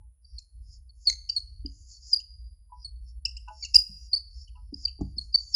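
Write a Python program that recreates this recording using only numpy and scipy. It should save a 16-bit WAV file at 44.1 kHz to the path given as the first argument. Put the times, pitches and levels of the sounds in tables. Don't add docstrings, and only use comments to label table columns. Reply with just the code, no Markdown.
import sys
import numpy as np
from scipy import signal
from scipy.fft import rfft, irfft
from scipy.io import wavfile
from scipy.ndimage import map_coordinates

SR = 44100
rng = np.random.default_rng(int(sys.argv[2]) if len(sys.argv) > 2 else 0)


def store_pcm(level_fs):
    pcm = np.round(np.clip(level_fs, -1, 1) * 32767).astype(np.int16)
    wavfile.write(sys.argv[1], SR, np.atleast_2d(pcm).T)


N = 244755
TIME = np.arange(N) / SR

# (frequency [Hz], density [dB])
HUM_SPECTRUM = [(12, -53), (20, -16), (29, -19), (37, -7.5), (59, 3), (72, -7), (79, -16), (87, -11.5),
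                (102, -25), (140, -30.5), (157, -44), (290, -59.5), (384, -61.5), (420, -60), (550, -85),
                (920, -120)]
AIR_SPECTRUM = [(200, 2), (500, 4), (1000, -3.5), (3000, -11), (15000, -12)]
# (time [s], level [dB])
HUM_RIDE = [(0, -42), (.2, -68), (.35, -42), (.5, -64.5), (.57, -38.5), (1.0, -51.5), (1.7, -39.5),
            (1.87, -48.5), (2.16, -55.5), (2.4, -45), (2.7, -54), (3.03, -44.5), (3.2, -47), (4.0, -48),
            (5.05, -41.5), (5.55, -47.5)]
# (delay [s], level [dB])
ROOM_ECHOES = [(0.037, -20), (.058, -25.5)]
# (time [s], level [dB], strongest frequency [Hz], roll-off either side [dB/octave], contact time [s])
PING_HITS = [(0.002, -52.5, 818, 103, 0.026), (2.692, -61.5, 1045, 59, 0.014),
             (2.718, -48.5, 890, 63.5, 0.0088), (3.474, -47.5, 1084, 3.5, 0.014),
             (3.500, -44, 841, 37.5, 0.011), (4.548, -57.5, 1002, 69, 0.018),
             (4.567, -54.5, 1150, 34.5, 0.01)]
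HAND_BUMPS = [(1.29, -68, 340, -1.5, 0.0026), (1.643, -30.5, 281, 18, 0.016),
              (3.028, -46.5, 129, 28.5, .012), (3.25, -67.5, 330, 2.5, 0.0034),
              (3.752, -29, 57.4, 14.5, 0.0089), (3.891, -32, 166, 44, 0.0069),
              (4.722, -33.5, 276, 18, 0.007), (4.986, -43.5, 399, 5.5, 0.0091),
              (5.007, -24.5, 220.3, 3.5, 0.003), (5.163, -44.5, 182, 11, 0.0092)]
# (frequency [Hz], level [dB], t60 [s])
PING_MODES = [(643, -8.5, 0.24), (858.4, 3.5, 0.16), (983.5, 9, 0.17), (1187, -18, 0.17),
              (1276, -11.5, 0.16), (1480, -9, 0.16), (1627, -17, 0.17)]
BOARD_MODES = [(56.5, 4.5, 0.18), (92, -8.5, 0.53), (140.3, -8.5, 0.31), (192.5, -5.5, 0.19),
               (232, -11.5, 0.22), (282, 1.5, 0.11), (316.8, -3, .09), (396, -5.5, 0.091),
               (658, -15, 0.088), (770, -13, .06), (848, -12.5, 0.084), (1130, -22, 0.062)]
# (frequency [Hz], density [dB])
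LOW_HISS_SPECTRUM = [(3700, -51.5), (4250, -14.5), (4600, 6.5), (5200, 6), (5700, 5), (6200, -32)]
HIGH_HISS_SPECTRUM = [(5400, -29.5), (5900, 1), (6500, 6.5), (7200, 6.5), (7600, -11.5), (8200, -24),
                      (9000, -39.5), (15000, -55.5)]
CRACKLE_SPECTRUM = [(1500, -52.5), (3400, -31), (4150, -2.5), (5200, 8), (6100, -0.5), (7200, 4),
                    (7900, -19), (8800, -31.5), (12500, -42), (15000, -50.5)]
SNAP_SPECTRUM = [(150, -5), (1200, -9), (3000, -11.5), (6000, -3), (13000, -2), (16000, -6)]
# (time [s], length [s], final level [dB], swell [dB], relative upper hiss [dB], resonance [Hz])
PEN_STROKES = [ (.26, 0.13, -64, 1, -32, 4800), (0.63, 0.11, -54.5, 20, -13, 5040),
               (.97, 0.14, -52.5, 22, -2.5, 5250), (1.325, 0.044, -51.5, 2.5, -10, 4770),
               (1.721, 0.1, -65.5, -2, -1, 4800), (1.875, 0.037, -55, 3, -0.5, 4800),
               (1.922, 0.029, -49.5, 0, -13, 4550), (2.028, 0.097, -47, 2, -8, 5070),
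               (2.763, .06, -57, 12.5, -33.5, 4920), (3.05, 0.036, -59, 15, -18.5, 5450),
               (3.53, 0.098, -49.5, 11, -8.5, 5490), (3.68, 0.02, -54, 8.5, -11, 4900),
               (3.986, 0.064, -55.5, 3, -12, 5770), (4.3, 0.12, -51.5, 13.5, -17, 5300),
               (4.527, 0.29, -77, 2, -22, 5180), (4.767, 0.067, -48, 8.5, -12.5, 5000),
               (5.036, .08, -74.5, -1.5, -9, 4990), (5.216, 0.067, -69, -13, -9, 4480),
               (5.36, 0.061, -52.5, 1.5, -8.5, 4740), (5.47, 0.13, -56, 4.5, 3.5, 5500), ]
# (time [s], barrel ring [Hz], barrel level [dB], crackle level [dB])
TIP_LANDINGS = [ (0.388, 2540, -75.5, -45), (1.294, 2870, -48, -39), (1.659, 3030, -61, -58.5),
                (2.201, 2913, -55, -45.5), (3.257, 2722, -35.5, -38), (3.371, 2810, -50.5, -51),
                (3.483, 2804, -52, -59.5), (3.649, 2735, -40.5, -32.5), (3.746, 2645, -38.5, -22.5),
                (3.758, 2805, -36, -33), (4.48, 2897, -59, -62.5), (4.557, 2794, -66, -84.5),
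                (4.88, 2815, -50.5, -56), (5.011, 2825, -101, -54.5), ]
# (time [s], length [s], level [dB], level change [dB], last pitch [Hz], rasp [0-1])
TIP_CHIRPS = [ (1.289, 0.0077, -34, 3.5, 5720, 0.04), (1.294, 0.014, -22, -5, 4760, 0),
              (1.659, 0.0085, -23.5, -24.5, 5070, 0), (3.2504, 0.014, -17, -22, 5660, .06),
              (3.365, 0.017, -40, -8.5, 5410, .15), (3.742, 0.01, -15, 1, 5553, 0.09),
              (4.74, 0.0086, -27, -15.5, 5160, 0.01), ]
# (time [s], length [s], level [dB], level change [dB], first pitch [Hz],
# middle pitch [Hz], last pitch [Hz], 2nd partial [dB], rasp [0-1], wall echo [dB])
TIP_SQUEAKS = [ (.245, .013, -56.5, 6, 4720, 4630, 4800, -47, 0, -17),
               (0.381, .012, -36, -8, 4650, 4264, 4290, -21.5, 0.01, -34),
               (.891, 0.019, -57.5, 4, 4660, 4390, 4550, -47.5, 0, -30.5),
               (1.07, .03, -13, -16, 4506, 4340, 3960, -24.5, .01, -17.5),
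               (1.095, 0.0094, -24.5, 1, 4394, 4306, 4360, -23.5, 0.81, -15),
               (1.361, 0.025, -22.5, -6, 4483, 4350, 4247, -21.5, 0, -22),
               (2.1297, 0.02, -10.5, -18, 4780, 4828, 4320, -28, 0, -11.5),
               (2.845, 0.025, -34, -14, 4570, 4360, 4370, -16, 0, -14.5),
               (3.623, .021, -35.5, 4, 4780, 4570, 4360, -50.5, .25, -20),
               (3.7535, .016, -6, -2, 4873, 4858, 5060, -25, .02, -12),
               (4.13, 0.025, -16.5, -8.5, 4528, 4510, 5020, -26.5, 0, -10.5),
               (4.851, 0.011, -18.5, -4.5, 4784, 4676, 4370, -38, 0, -19),
               (5.181, 0.014, -24.5, -6, 4734, 4302, 4510, -21.5, 0, -14.5),
               (5.3414, 0.02, -16.5, 4.5, 4514, 4520, 4706, -35.5, 0, -21.5),
               (5.541, 0.017, -17.5, 8, 5207, 4967, 5080, -29.5, 0, -18), ]

WALL_DELAY_S = 0.0285
PURE_SECOND_DB = -45


def from_db(db):
    return 10 ** (np.asarray(db) / 20)


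def rms_one(x):
    return x / np.sqrt(np.mean(x ** 2) + 1e-20)


def add(out, start_s, sound):
    at = max(round(start_s * SR), 0)
    out[at:at + len(sound)] += sound[:max(N - at, 0)]


def noise(spectrum):
    hz, db = np.transpose(spectrum)
    grid = np.maximum(np.fft.rfftfreq(N, 1 / SR), 1)
    eq_db = np.interp(np.log(grid), np.log(hz), db, left=-120, right=-120)
    return rms_one(irfft(rfft(rng.standard_normal(N)) * from_db(eq_db), N))


def drift(rate_hz, size=N):
    position = np.arange(size) / SR * rate_hz
    knots = rng.standard_normal(N // 16)[:int(position[-1]) + 3]
    return map_coordinates(knots, [position], order=3, mode="nearest")


def fades(t, length, rise, fall):
    attack = np.sin(np.pi / 2 * np.clip(t / rise, 0, 1)) ** 2
    release = np.sin(np.pi / 2 * np.clip((length - t) / fall, 0, 1)) ** 2
    return attack * release


def hum(swell_db=1.5, air_db=-92.5):
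    drone = noise(HUM_SPECTRUM) * from_db(swell_db * drift(7))
    ride_db = np.interp(TIME, *np.transpose(HUM_RIDE))
    return drone * from_db(ride_db) + from_db(air_db) * noise(AIR_SPECTRUM)


def whine(centre_hz=9976, wander_hz=79, flutter_hz=55, level_db=-80, flicker_db=2):
    hz = centre_hz + wander_hz * drift(23) + flutter_hz * drift(420)
    gain = from_db(level_db + flicker_db * drift(100))
    return gain * np.sqrt(2) * np.sin(2 * np.pi * np.cumsum(hz) / SR)


def room(x, onset_s=0.0076, early_db=-21, early_t60=0.22, tail_db=-25, tail_t60=0.8,
         treble_hz=6500, treble_db=-3):
    t = TIME[:SR]
    decays = from_db(-60 * t / [[tail_t60], [early_t60]])
    tail, scatter = rng.standard_normal((2, SR)) * decays * np.minimum(t / onset_s, 1) ** 2
    response = (from_db(tail_db) * rms_one(tail) + from_db(early_db) * rms_one(scatter)) / np.sqrt(SR)
    treble = signal.lfilter(*signal.butter(1, treble_hz, "high", fs=SR), response)
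    response += from_db(treble_db) * treble
    for delay, db in ROOM_ECHOES:
        response[round(delay * SR)] += from_db(db)
    return x + signal.fftconvolve(x, response)[:N]


def knocks(blows, modes, spread_db):
    out, t = np.zeros(N), TIME[:SR]
    for start, db, strongest_hz, slope_db, contact_s in blows:
        contact = fades(t, t[-1], contact_s, contact_s)
        for k, (hz, mode_db, t60) in enumerate(modes):
            octaves_away = abs(np.log2(hz / strongest_hz))
            strength_db = db + mode_db - slope_db * octaves_away + spread_db * rng.normal()
            ring = np.sin(2 * np.pi * hz * t) * from_db(strength_db - 60 * t / t60)
            add(out, start, (-1) ** k * ring * contact)
    return out


def sliding(grain_db=0.5, edge_s=0.11, low_db=-6, flicker_db=1.5,
            sing_db=-4, sing_width_hz=230, wander_hz=110):
    out, low = np.zeros(N), noise(LOW_HISS_SPECTRUM)
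    high = noise(HIGH_HISS_SPECTRUM) * from_db(flicker_db * drift(45))
    band = drift(sing_width_hz) + 1j * drift(sing_width_hz)
    band *= np.exp(2j * np.pi * np.cumsum(wander_hz * drift(25)) / SR)
    for start, length, db, swell_db, upper_db, resonance_hz in PEN_STROKES:
        span = slice(max(int((start - edge_s) * SR), 0), int((start + length + edge_s) * SR))
        t = TIME[span] - start
        contact = fades(t + edge_s / 2, length + edge_s, edge_s, edge_s / 2)
        swell = from_db(db + swell_db * (np.clip(t / length, 0, 1) - 1))
        singing = np.real(band[span] * np.exp(2j * np.pi * resonance_hz * t))
        hiss = from_db(low_db) * low[span] + from_db(upper_db) * high[span]
        out[span] += contact * swell * (hiss + from_db(sing_db) * singing)
    return out * from_db(grain_db * drift(200))


def ticks(lead_s=0.0055, barrel_t60=0.061, crackle_t60=0.05, wobble=0.047):
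    out, crackle = np.zeros(N), noise(CRACKLE_SPECTRUM)
    t = TIME[:SR // 10]
    for start, hz, barrel_db, tip_db in TIP_LANDINGS:
        phase = 2 * np.pi * np.cumsum(hz * (1 + wobble * drift(280, len(t)))) / SR
        barrel = 2 * np.sin(phase) * from_db(barrel_db - 60 * (t - lead_s) / barrel_t60)
        tip = np.roll(crackle, rng.integers(N))[:len(t)] * from_db(tip_db - 60 * t / crackle_t60)
        add(out, start - lead_s, barrel * fades(t, t[-1], rise=0.0081, fall=0.01))
        add(out, start, tip * fades(t, t[-1], rise=0.00077, fall=0.01))
    return out


def stick_slip(length, db, change_db, pitches, second_db, rasp, grit, snap, waver=0.0012,
               rasp_waver=0.042, shimmer_db=1, half_db=-10, grit_db=-45, rasp_grit_db=-10, snap_db=-30):
    t = TIME[:int(length * SR)]
    along = t / length
    level_db = db + change_db * along ** 1.5 + shimmer_db * drift(360, len(t))
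    envelope = from_db(level_db) * fades(t, length, rise=0.0045, fall=0.0035)
    glide_hz = np.polyval(np.polyfit([0, 0.5, 1], pitches, 2), along)
    jitter = (waver + rasp_waver * rasp) * drift(1300, len(t))
    phase = 2 * np.pi * np.cumsum(glide_hz * (1 + jitter)) / SR
    swing = envelope / envelope.max()
    third_db = second_db - 1.5 + db
    second = np.sqrt(swing) * from_db(second_db) * np.sin(2 * phase)
    third = swing ** 2 * from_db(third_db) * np.sin(3 * phase)
    halves = from_db(half_db) * np.sin(phase / 2) + np.sin(1.5 * phase)
    tone = np.sqrt(2) * (np.sin(phase) + second + third + rasp * halves)
    piece = rng.integers(N // 2) + np.arange(len(t))
    scratch = (from_db(grit_db) + rasp * from_db(rasp_grit_db)) * grit[piece]
    bite = envelope ** 2 * from_db(snap_db) * snap[piece]
    return (tone + scratch + bite) * envelope


def chirps(grit, snap, from_hz=4450, rise_by_halfway=0.74, echo_db=-22):
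    out = np.zeros(N)
    for start, length, db, change_db, last_hz, rasp in TIP_CHIRPS:
        pitches = from_hz + (last_hz - from_hz) * np.array([0, rise_by_halfway, 1])
        chirp = stick_slip(length, db, change_db, pitches, PURE_SECOND_DB, rasp, grit, snap)
        add(out, start, chirp)
        add(out, start + WALL_DELAY_S, from_db(echo_db) * chirp)
    return out


def squeaks(grit, snap, lead_s=0.017, overlap_s=0.005, lead_db=-30.5, lead_swell_db=9.5, lead_sharp=0.11):
    out = np.zeros(N)
    for start, length, db, change_db, *pitches, second_db, rasp, echo_db in TIP_SQUEAKS:
        descent = pitches[0] * (1 + lead_sharp * np.array([1, 0.5, 0]))
        lead_in = stick_slip(lead_s + overlap_s, db + lead_db, lead_swell_db, descent,
                             PURE_SECOND_DB, rasp, grit, snap)
        squeak = stick_slip(length, db, change_db, pitches, second_db, rasp, grit, snap)
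        add(out, start - lead_s, lead_in)
        add(out, start, squeak)
        add(out, start + WALL_DELAY_S, from_db(echo_db) * squeak)
    return out


def scene():
    grit, snap = noise(CRACKLE_SPECTRUM), noise(SNAP_SPECTRUM)
    writing = squeaks(grit, snap) + chirps(grit, snap) + ticks() + sliding()
    thuds = knocks(HAND_BUMPS, BOARD_MODES, spread_db=1.5)
    pings = knocks(PING_HITS, PING_MODES, spread_db=5)
    return (room(writing + thuds + whine()) + pings + hum())[None]


def record(dry):
    cutoff_hz = 15400
    return signal.sosfilt(signal.ellip(10, 0.1, 80, cutoff_hz, fs=SR, output="sos"), dry)


dry = scene()
out = record(dry)
store_pcm(out)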